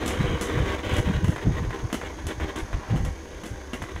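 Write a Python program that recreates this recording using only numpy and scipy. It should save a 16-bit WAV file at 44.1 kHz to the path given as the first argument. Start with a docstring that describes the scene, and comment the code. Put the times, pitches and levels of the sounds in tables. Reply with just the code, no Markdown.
"""Spinning tops in a plastic arena

Two tops circle and slow down in a covered dish on a wooden floor. Friction at their tips
drives the resonances of the thin dish, which booms as they lurch and rattles its cover.
The rims clash and chatter, the metal discs whir, and a small room reverberates."""
import sys
import numpy as np
from scipy import signal
from scipy.fft import rfft, irfft
from scipy.io import wavfile

SR = 44100
rng = np.random.default_rng(int(sys.argv[2]) if len(sys.argv) > 2 else 0)


def bounce(signal):
    """Save signal as a 16-bit WAV file at the path given by the first command-line argument."""
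    frames = np.transpose(np.atleast_2d(signal))
    limited = np.clip(frames, -1, 1)
    pcm = np.round(limited * 32767).astype(np.int16)
    wavfile.write(sys.argv[1], SR, pcm)


N = 176400


def undb(db):
    """Amplitude ratio of a level in decibels."""
    return 10 ** (np.asarray(db) / 20)


def unit(x):
    """Normalisation to unit rms."""
    return x / np.sqrt(np.mean(x ** 2))


def envelope(t, levels):
    """Amplitude envelope, linear in decibels between (time, level) points."""
    return undb(np.interp(t, *np.array(levels).T))


def gate(t, start, length, edge_s):
    """Trapezoidal window: on for a length of time, with short ramps."""
    return np.clip(np.minimum(t - start, start + length + edge_s - t) / edge_s + .5, 0, 1)


def minimum_phase(gain):
    """Folding the cepstrum gives the earliest causal response with these gains."""
    cepstrum = irfft(np.log(gain))
    cepstrum[1:len(cepstrum) // 2] *= 2
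    cepstrum[len(cepstrum) // 2 + 1:] = 0
    return np.exp(rfft(cepstrum))


def response(colour, modes=(), size=8192):
    """Impulse response of unit energy: resonances on a broad spectral envelope."""
    f = np.arange(size // 2 + 1) * SR / size + 1
    hz, db = np.array(colour).T
    gain = undb(np.interp(np.log(f), np.log(hz), db))
    for centre, width, lift in modes:
        peak = 1 / (1 + (2 * (f - centre) / width) ** 2) ** 2
        gain *= np.sqrt(1 + (undb(lift) ** 2 - 1) * peak)
    h = irfft(minimum_phase(gain))
    return h / np.linalg.norm(h)


def through(x, h):
    """Convolution with an impulse response."""
    return signal.fftconvolve(x, h)[:len(x)]


def reverberate(x, t60_s, tail_db, above_hz):
    """Diffuse reflections add an exponentially decaying tail at about the same total power."""
    t = np.arange(16384) / SR
    tail = rng.standard_normal(len(t)) * np.exp(-np.log(1000) * t / t60_s)
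    tail = signal.sosfilt(signal.butter(2, above_hz, "high", fs=SR, output="sos"), tail)
    h = tail * undb(tail_db) / np.linalg.norm(tail)
    h[0] += 1  # direct sound
    spectrum = rfft(h, 2 * len(h))
    h = irfft(spectrum * minimum_phase(abs(spectrum) ** -.45))  # partly evens out the spectrum
    return through(x, h / np.linalg.norm(h))


def under_cover(x):
    """Cavity reverberation: short, dense reflections between dish and cover."""
    return reverberate(x, t60_s=.13, tail_db=3, above_hz=800)


SPIN_HZ, SPIN_LOSS_HZ_PER_S = (72.7, 51.5), 6  # initial rotation rates and their decline
SLIPS_PER_S, SLIP_SPREAD_DB, WOBBLE_DEPTH = 6000, 3, .25


def friction(t):
    """Stick-slip friction: random impulses from both tips, modulated once a turn by wobble."""
    force = np.zeros(N)
    for hz in SPIN_HZ:
        turns = np.cumsum(hz - SPIN_LOSS_HZ_PER_S * t) / SR
        slips = (rng.random(N) < SLIPS_PER_S / SR) * rng.choice([-1, 1], N)
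        strength = undb(SLIP_SPREAD_DB * np.minimum(rng.exponential(size=N), 4))
        wobble = 1 + WOBBLE_DEPTH * np.sin(2 * np.pi * (turns + rng.random()))
        force += slips * strength * wobble
    return unit(force)


# spectrum of the whir (frequency [Hz], gain [dB])
WHIR_COLOUR = [(500, -6.5), (3500, -23.5), (4400, -8.5), (5600, -8), (6150, -2.5), (6500, -0.5), (6850, -9),
               (7500, -18), (10500, -16.5), (12000, -26), (14300, -25), (15500, -33)]
# resonances of the discs (frequency [Hz], bandwidth [Hz], lift [dB])
DISC_MODES = [(6650, 85, 6), (10400, 350, 1), (14200, 250, 5)]
def whir(t, start_db=-52, fall_db_per_s=.53):
    """Forced vibration: the metal discs sing in the treble, fading as they slow."""
    return through(friction(t), response(WHIR_COLOUR, DISC_MODES)) * undb(start_db - fall_db_per_s * t)


# spectrum of the rumble (frequency [Hz], gain [dB])
RUMBLE_COLOUR = [(20, -7), (45, 7), (75, 4), (120, -12), (200, -7.5), (400, -12), (1500, -60)]
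def rumble(t, start_db=-38, fall_db_per_s=1.8):
    """Structure-borne noise: the rolling tops shake the dish at low frequencies."""
    return through(friction(t), response(RUMBLE_COLOUR)) * undb(start_db - fall_db_per_s * t)


# resonances of the dish and cover (frequency [Hz], bandwidth [Hz], lift [dB])
ARENA_MODES = [(322, 31, 9.5), (387.3, 28, 9), (467, 22, -2), (490.6, 52.4, 8.5), (604, 62, 7),
               (795, 63, 6.5), (915, 61, 9), (983, 45, 8), (1067, 43, 6.5), (1139, 137, 7.5),
               (1547, 51, 1.5), (1860, 13, -2), (1920, 39, 4), (2220, 84, 4.5), (2870, 79, 2),
               (3200, 120, 2.5)]
def circling(force, colour, t, step_s=.22, detune=.014, spread_db=2.2):
    """Modal response depends on the driving point: each place passed rings a little differently."""
    out = np.zeros(N)
    for passing in np.arange(0, t[-1] + step_s / 2, step_s):
        modes = np.array(ARENA_MODES, float)
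        pitch_scatter, lift_scatter = rng.standard_normal((len(modes), 2)).T
        modes[:, 0] *= 1 + detune * pitch_scatter
        modes[:, 2] += spread_db * lift_scatter
        near = np.flatnonzero(abs(t - passing) < step_s)
        crossfade = (1 - abs(t[near] - passing) / step_s) ** (2 / 3)
        ring = signal.fftconvolve(force[near] * crossfade, response(colour, modes))[:N - near[0]]
        out[near[0]:near[0] + len(ring)] += under_cover(ring)
    return out


# strength of the rolling (time [s], level [dB])
ROLL_LEVELS = [(0, -75), (.7, -38.5), (1.1, -59), (1.8, -48), (2.35, -47.5), (2.45, -40), (2.65, -43.5),
               (2.93, -40), (3.25, -64), (4, -56)]
# spectrum of its drone (frequency [Hz], gain [dB])
DRONE_COLOUR = [(150, -5), (300, -9), (450, -11), (700, -3.5), (950, -8.5), (1200, -12), (1600, -8),
                (2500, -18.5), (6000, -28), (15500, -67)]
def rolling(t):
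    """Rolling contact excites the modes of the dish into a hollow drone."""
    return circling(friction(t) * envelope(t, ROLL_LEVELS), DRONE_COLOUR, t)


# bursts of rattling (start [s], duration [s], level [dB])
RATTLE_BURSTS = [(0.094, 0.056, -42), (0.263, .088, -39.5), (0.497, 0.14, -45.5), (.655, 0.11, -58),
                 (0.83, 0.17, -41), (1.047, 0.025, -44), (1.123, .045, -45.5)]
# spectrum of the cover (frequency [Hz], gain [dB])
COVER_COLOUR = [(1200, -23), (2000, -7), (2450, 5), (3400, 2), (3950, -4), (4500, -23), (9000, -40)]
# its resonances (frequency [Hz], bandwidth [Hz], lift [dB])
COVER_RESONANCES = [(2240, 71, 17), (2950, 50, 21), (3240, 110, 12)]
def rattle(t, clicks_per_s=600):
    """Intermittent contact: the thin cover buzzes against the dish in dense, bright clicks."""
    clicks = unit((rng.random(N) < clicks_per_s / SR) * rng.choice([-1, 1], N))
    level = sum(gate(t, start, length, edge_s=.003) * undb(db) for start, length, db in RATTLE_BURSTS)
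    return through(clicks * level, response(COVER_COLOUR, COVER_RESONANCES))


# square blows on a top (time [s], level [dB])
SHELL_BLOWS = [(1.928, -46), (3.734, -33)]
# modes of its shell (frequency [Hz], gain [dB], 60 dB decay time [s])
SHELL_PARTIALS = [(2223, -9, .13), (2790, -7, 0.13), (2860, -23, .11)]
def pings(t):
    """Free vibration: a struck shell rings as a sum of damped sinusoids."""
    force, age = np.zeros(N), t[:SR // 4]
    ring = sum(undb(db) * np.sin(2 * np.pi * hz * age) * np.exp(-np.log(1000) * age / t60)
               for hz, db, t60 in SHELL_PARTIALS)
    for start, db in SHELL_BLOWS:
        force[int(start * SR)] = undb(db)
    return through(force, ring)


# lurches of a top (centre time [s], duration [s], level [dB], pitch [Hz])
LURCHES = [(0.047, 0.05, -33, 100), (0.209, 0.027, -17, 126), (0.248, 0.024, -21, 118),
           (0.308, 0.076, -24.5, 95), (0.344, 0.034, -23.5, 111), (0.559, 0.039, -23.5, 98),
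           (0.616, 0.094, -20, 98), (0.874, 0.025, -24, 78), (0.929, 0.032, -20, 89),
           (0.993, 0.04, -19, 99), (1.075, 0.02, -18.5, 115), (1.106, 0.036, -20, 166),
           (1.163, 0.05, -19.5, 105), (1.244, 0.035, -17.5, 110), (1.288, 0.022, -13, 117),
           (1.355, 0.069, -35, 99), (1.481, 0.065, -16.5, 125.3), (1.565, 0.12, -27, 78),
           (1.613, 0.078, -27, 135), (1.685, 0.069, -25.5, 88), (1.842, 0.031, -22.5, 79),
           (1.884, 0.031, -38, 74.5), (2.264, 0.032, -26, 71), (2.38, 0.032, -30.5, 78),
           (2.439, 0.069, -29.5, 83), (2.637, 0.029, -25.5, 68), (2.762, 0.055, -21.5, 72),
           (2.946, 0.071, -18, 100), (3.005, 0.021, -21, 82.4), (3.038, 0.039, -22, 92),
           (3.081, 0.027, -23, 87.5), (3.114, 0.047, -28, 62.6), (3.53, 0.047, -30, 78),
           (3.831, 0.046, -32, 97), (3.968, 0.054, -30.5, 85)]
def booms(gain_db=-.56):
    """Plate flexure: each lurch bends the floor of the dish, radiating a swell of low noise."""
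    out = np.zeros(N)
    offsets = np.arange(-4096, 4096)
    for centre, length, db, hz in LURCHES:
        band = signal.butter(2, [.46 * hz, 1.306 * hz], "band", fs=SR, output="sos")
        swell = np.exp(-(2 * offsets / SR / length) ** 2)
        boom = signal.sosfilt(band, rng.standard_normal(len(offsets))) * swell
        boom *= undb(db + gain_db) * np.linalg.norm(swell) / np.linalg.norm(boom)
        at = int(centre * SR) + offsets
        inside = (at >= 0) & (at < N)
        out[at[inside]] += boom[inside]
    return out


# strength of the grinding (time [s], level [dB])
GRIND_LEVELS = [(0, -28), (.3, -30.5), (.395, -32.5), (.5, -27.5), (.74, -31.5), (.8, -42), (.94, -30),
                (1.03, -33.5), (1.2, -35.5), (1.5, -39), (1.87, -41), (2.2, -41), (2.68, -47.5),
                (2.95, -41), (3.2, -42.5), (3.42, -39.5), (3.65, -41.5), (4, -41)]
# skids of a tip (start [s], duration [s], level [dB], treble lift [dB])
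TIP_SKIDS = [(0.197, 0.034, -43.5, 14.5), (0.258, 0.047, -32, -4), (0.335, 0.028, -33.5, -4),
             (0.656, 0.095, -31.5, 3), (0.78, 0.023, -33, 2.5), (0.834, 0.039, -32, 4),
             (0.884, 0.11, -31.5, 6), (1.051, 0.045, -34.5, 4.5), (1.123, 0.045, -37.5, 7),
             (1.318, 0.014, -28.5, -11), (1.415, 0.025, -34.5, 3.5), (1.515, 0.066, -39, 3),
             (1.567, 0.027, -33, 1.5), (1.631, 0.031, -37, -2.5), (1.728, 0.034, -32, 1.5),
             (1.784, 0.019, -40, 5), (2.025, 0.013, -32, -3), (2.047, 0.028, -38, 7),
             (2.093, 0.017, -38.5, 0), (2.179, 0.016, -37, -1), (2.281, 0.041, -32, 2),
             (2.402, 0.0444, -31.5, 1), (2.481, 0.026, -35, 4.5), (2.556, 0.049, -34.5, 3.5),
             (2.737, 0.012, -36.5, 0), (2.897, 0.018, -37, 6), (2.968, 0.018, -44, -2),
             (3.051, 0.038, -36.5, -1), (3.734, 0.027, -38.5, 5), (3.886, 0.033, -39.5, 2),
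             (3.961, 0.03, -37.5, 1)]
# spectrum of the scraped dish (frequency [Hz], gain [dB])
DISH_COLOUR = [(30, -11.5), (70, 18.5), (150, 0), (260, 7.5), (450, 4.5), (700, -3), (1250, -8),
               (1550, -1.5), (2150, -5.5), (2600, -10.5), (3400, -10), (3900, -13), (4400, -24.5),
               (7000, -25.5), (10500, -33.5), (12000, -36.5), (15500, -36)]
def grinding(t, skid_gain_db=1.5, crossover_hz=1390):
    """Sliding friction drives the dish; steady grinding and brief skids add in power."""
    low_power = high_power = envelope(t, GRIND_LEVELS) ** 2
    for start, length, db, treble_db in TIP_SKIDS:
        skid_power = gate(t, start, length, edge_s=.002) * undb(db + skid_gain_db) ** 2
        low_power = low_power + skid_power
        high_power = high_power + skid_power * undb(treble_db) ** 2
    slips = friction(t)
    low = signal.sosfilt(signal.butter(3, crossover_hz, "low", fs=SR, output="sos"), slips)
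    high = signal.sosfilt(signal.butter(3, crossover_hz, "high", fs=SR, output="sos"), slips)
    return circling(low * np.sqrt(low_power) + high * np.sqrt(high_power), DISH_COLOUR, t)


def crack(force, above_hz):
    """Rapid reflections spread each impulse into a crack; a unit impulse has unit power over 48 ms."""
    return reverberate(force * np.sqrt(.048 * SR), t60_s=.022, tail_db=9, above_hz=above_hz)


# landings of a hopping tip (time [s], level [dB])
LANDINGS = [(1.247, -45), (1.361, -37), (1.381, -40), (1.706, -40), (1.901, -44.5), (2.014, -39.5),
            (2.399, -40.5), (2.729, -39.5), (3.819, -40), (3.838, -43), (3.909, -54), (3.961, -44.5)]
# spectrum of a landing (frequency [Hz], gain [dB])
LANDING_COLOUR = [(100, -16), (300, 7), (600, 7), (2000, -.5), (3400, -6.5), (4400, -19.5), (7000, -21),
                  (15500, -36)]
# resonances of the dish damped by a blow (frequency [Hz], bandwidth [Hz], lift [dB])
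STRUCK_MODES = [(315, 42, 5.5), (1026, 110, 3), (2000, 89, 5)]
def taps(t, hops_per_s=22, hop_db=-13.5, spread_db=5):
    """Impulsive excitation: a hopping tip taps the dish, amid stray ticks that follow the grinding."""
    hops = rng.random(N) < hops_per_s / SR
    force = hops * envelope(t, GRIND_LEVELS) * undb(hop_db + spread_db * rng.uniform(-1.05, 1, N))
    for start, db in LANDINGS:
        force[int(start * SR)] += undb(db)
    return through(crack(force, above_hz=430), response(LANDING_COLOUR, STRUCK_MODES))


# collisions (time [s], rim level [dB], dish level [dB], chatter time constant [s])
COLLISIONS = [(0.06, -45.5, -34, 0.0064), (.078, -42, -30, 0.026), (0.411, -45, -31, 0.0084),
              (0.421, -44.5, -32.5, 0.038), (0.937, -54, -49, 0.026), (.966, -49, -35.5, 0.0022),
              (0.983, -50.5, -33.5, 0.034), (1.244, -54, -33.5, 0.022), (1.281, -53, -33.5, 0.048),
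              (1.928, -46.5, -29, 0.0039), (1.943, -50.5, -28.5, 0.028), (2.268, -47.5, -37, 0.0044),
              (2.56, -53, -37.5, 0.0066), (2.585, -52.5, -44, 0.026), (2.96, -57.5, -34.5, 0.031),
              (3.049, -53, -39.5, 0.0046), (3.435, -57.5, -38.5, 0.027), (3.457, -53, -40, 0.041),
              (3.733, -56, -34.5, 0.017), (3.741, -56, -40, 0.0093), (3.823, -56, -41, 0.0045)]
# spectrum of the rims (frequency [Hz], gain [dB])
RIM_COLOUR = [(200, -63), (1500, -16.5), (3200, 3.5), (4600, -7.5), (6500, 4), (7600, -5), (10500, -2.5),
              (12200, -11), (15500, -26)]
# spectrum of the knock in the dish (frequency [Hz], gain [dB])
KNOCK_COLOUR = [(60, -16.5), (200, 16), (310, 13.5), (450, 5), (700, -2.5), (1500, -8.5), (2400, -10.5),
                (2900, -3.5), (3500, -16), (4300, -22), (7000, -49.5), (15500, -29.5)]
def clashes(chatter_per_s=480, rim_gain_db=4.5, knock_gain_db=3):
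    """Impact and chatter of the rim teeth excite two bodies: the rims ring and the dish knocks."""
    on_rims, on_dish = np.zeros((2, N))
    age = np.arange(SR // 10) / SR
    for start, rim_db, knock_db, chatter_s in COLLISIONS:
        contacts = rng.random(len(age)) < chatter_per_s / SR
        hits = .4 * contacts * rng.standard_normal(len(age)) * np.exp(-age / chatter_s)
        hits[0] = 1  # the first impact
        hits /= np.linalg.norm(hits)
        i = int(start * SR)
        on_rims[i:i + len(age)] += undb(rim_db + rim_gain_db) * hits
        on_dish[i:i + len(age)] += undb(knock_db + knock_gain_db) * hits
    rims = through(crack(on_rims, above_hz=400), response(RIM_COLOUR))
    knocks = through(crack(on_dish, above_hz=400), response(KNOCK_COLOUR, STRUCK_MODES))
    return reverberate(rims, t60_s=.23, tail_db=4, above_hz=600), knocks


def scene():
    """Superposition: dish and tops sound together in the reverberation of a small room."""
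    t = np.arange(N) / SR
    rims, knocks = clashes()
    dish = rumble(t) + rolling(t) + booms() + grinding(t) + under_cover(rattle(t) + taps(t) + knocks)
    tops = whir(t) + pings(t) + rims
    return reverberate(dish + tops, t60_s=.13, tail_db=-16, above_hz=270)[None]


def record(dry, cutoff_hz=15600):
    """Band limiting: a steep low-pass filter removes the highest treble."""
    return signal.sosfilt(signal.ellip(10, .2, 80, cutoff_hz, fs=SR, output="sos"), dry)


dry = scene()
out = record(dry)
bounce(out)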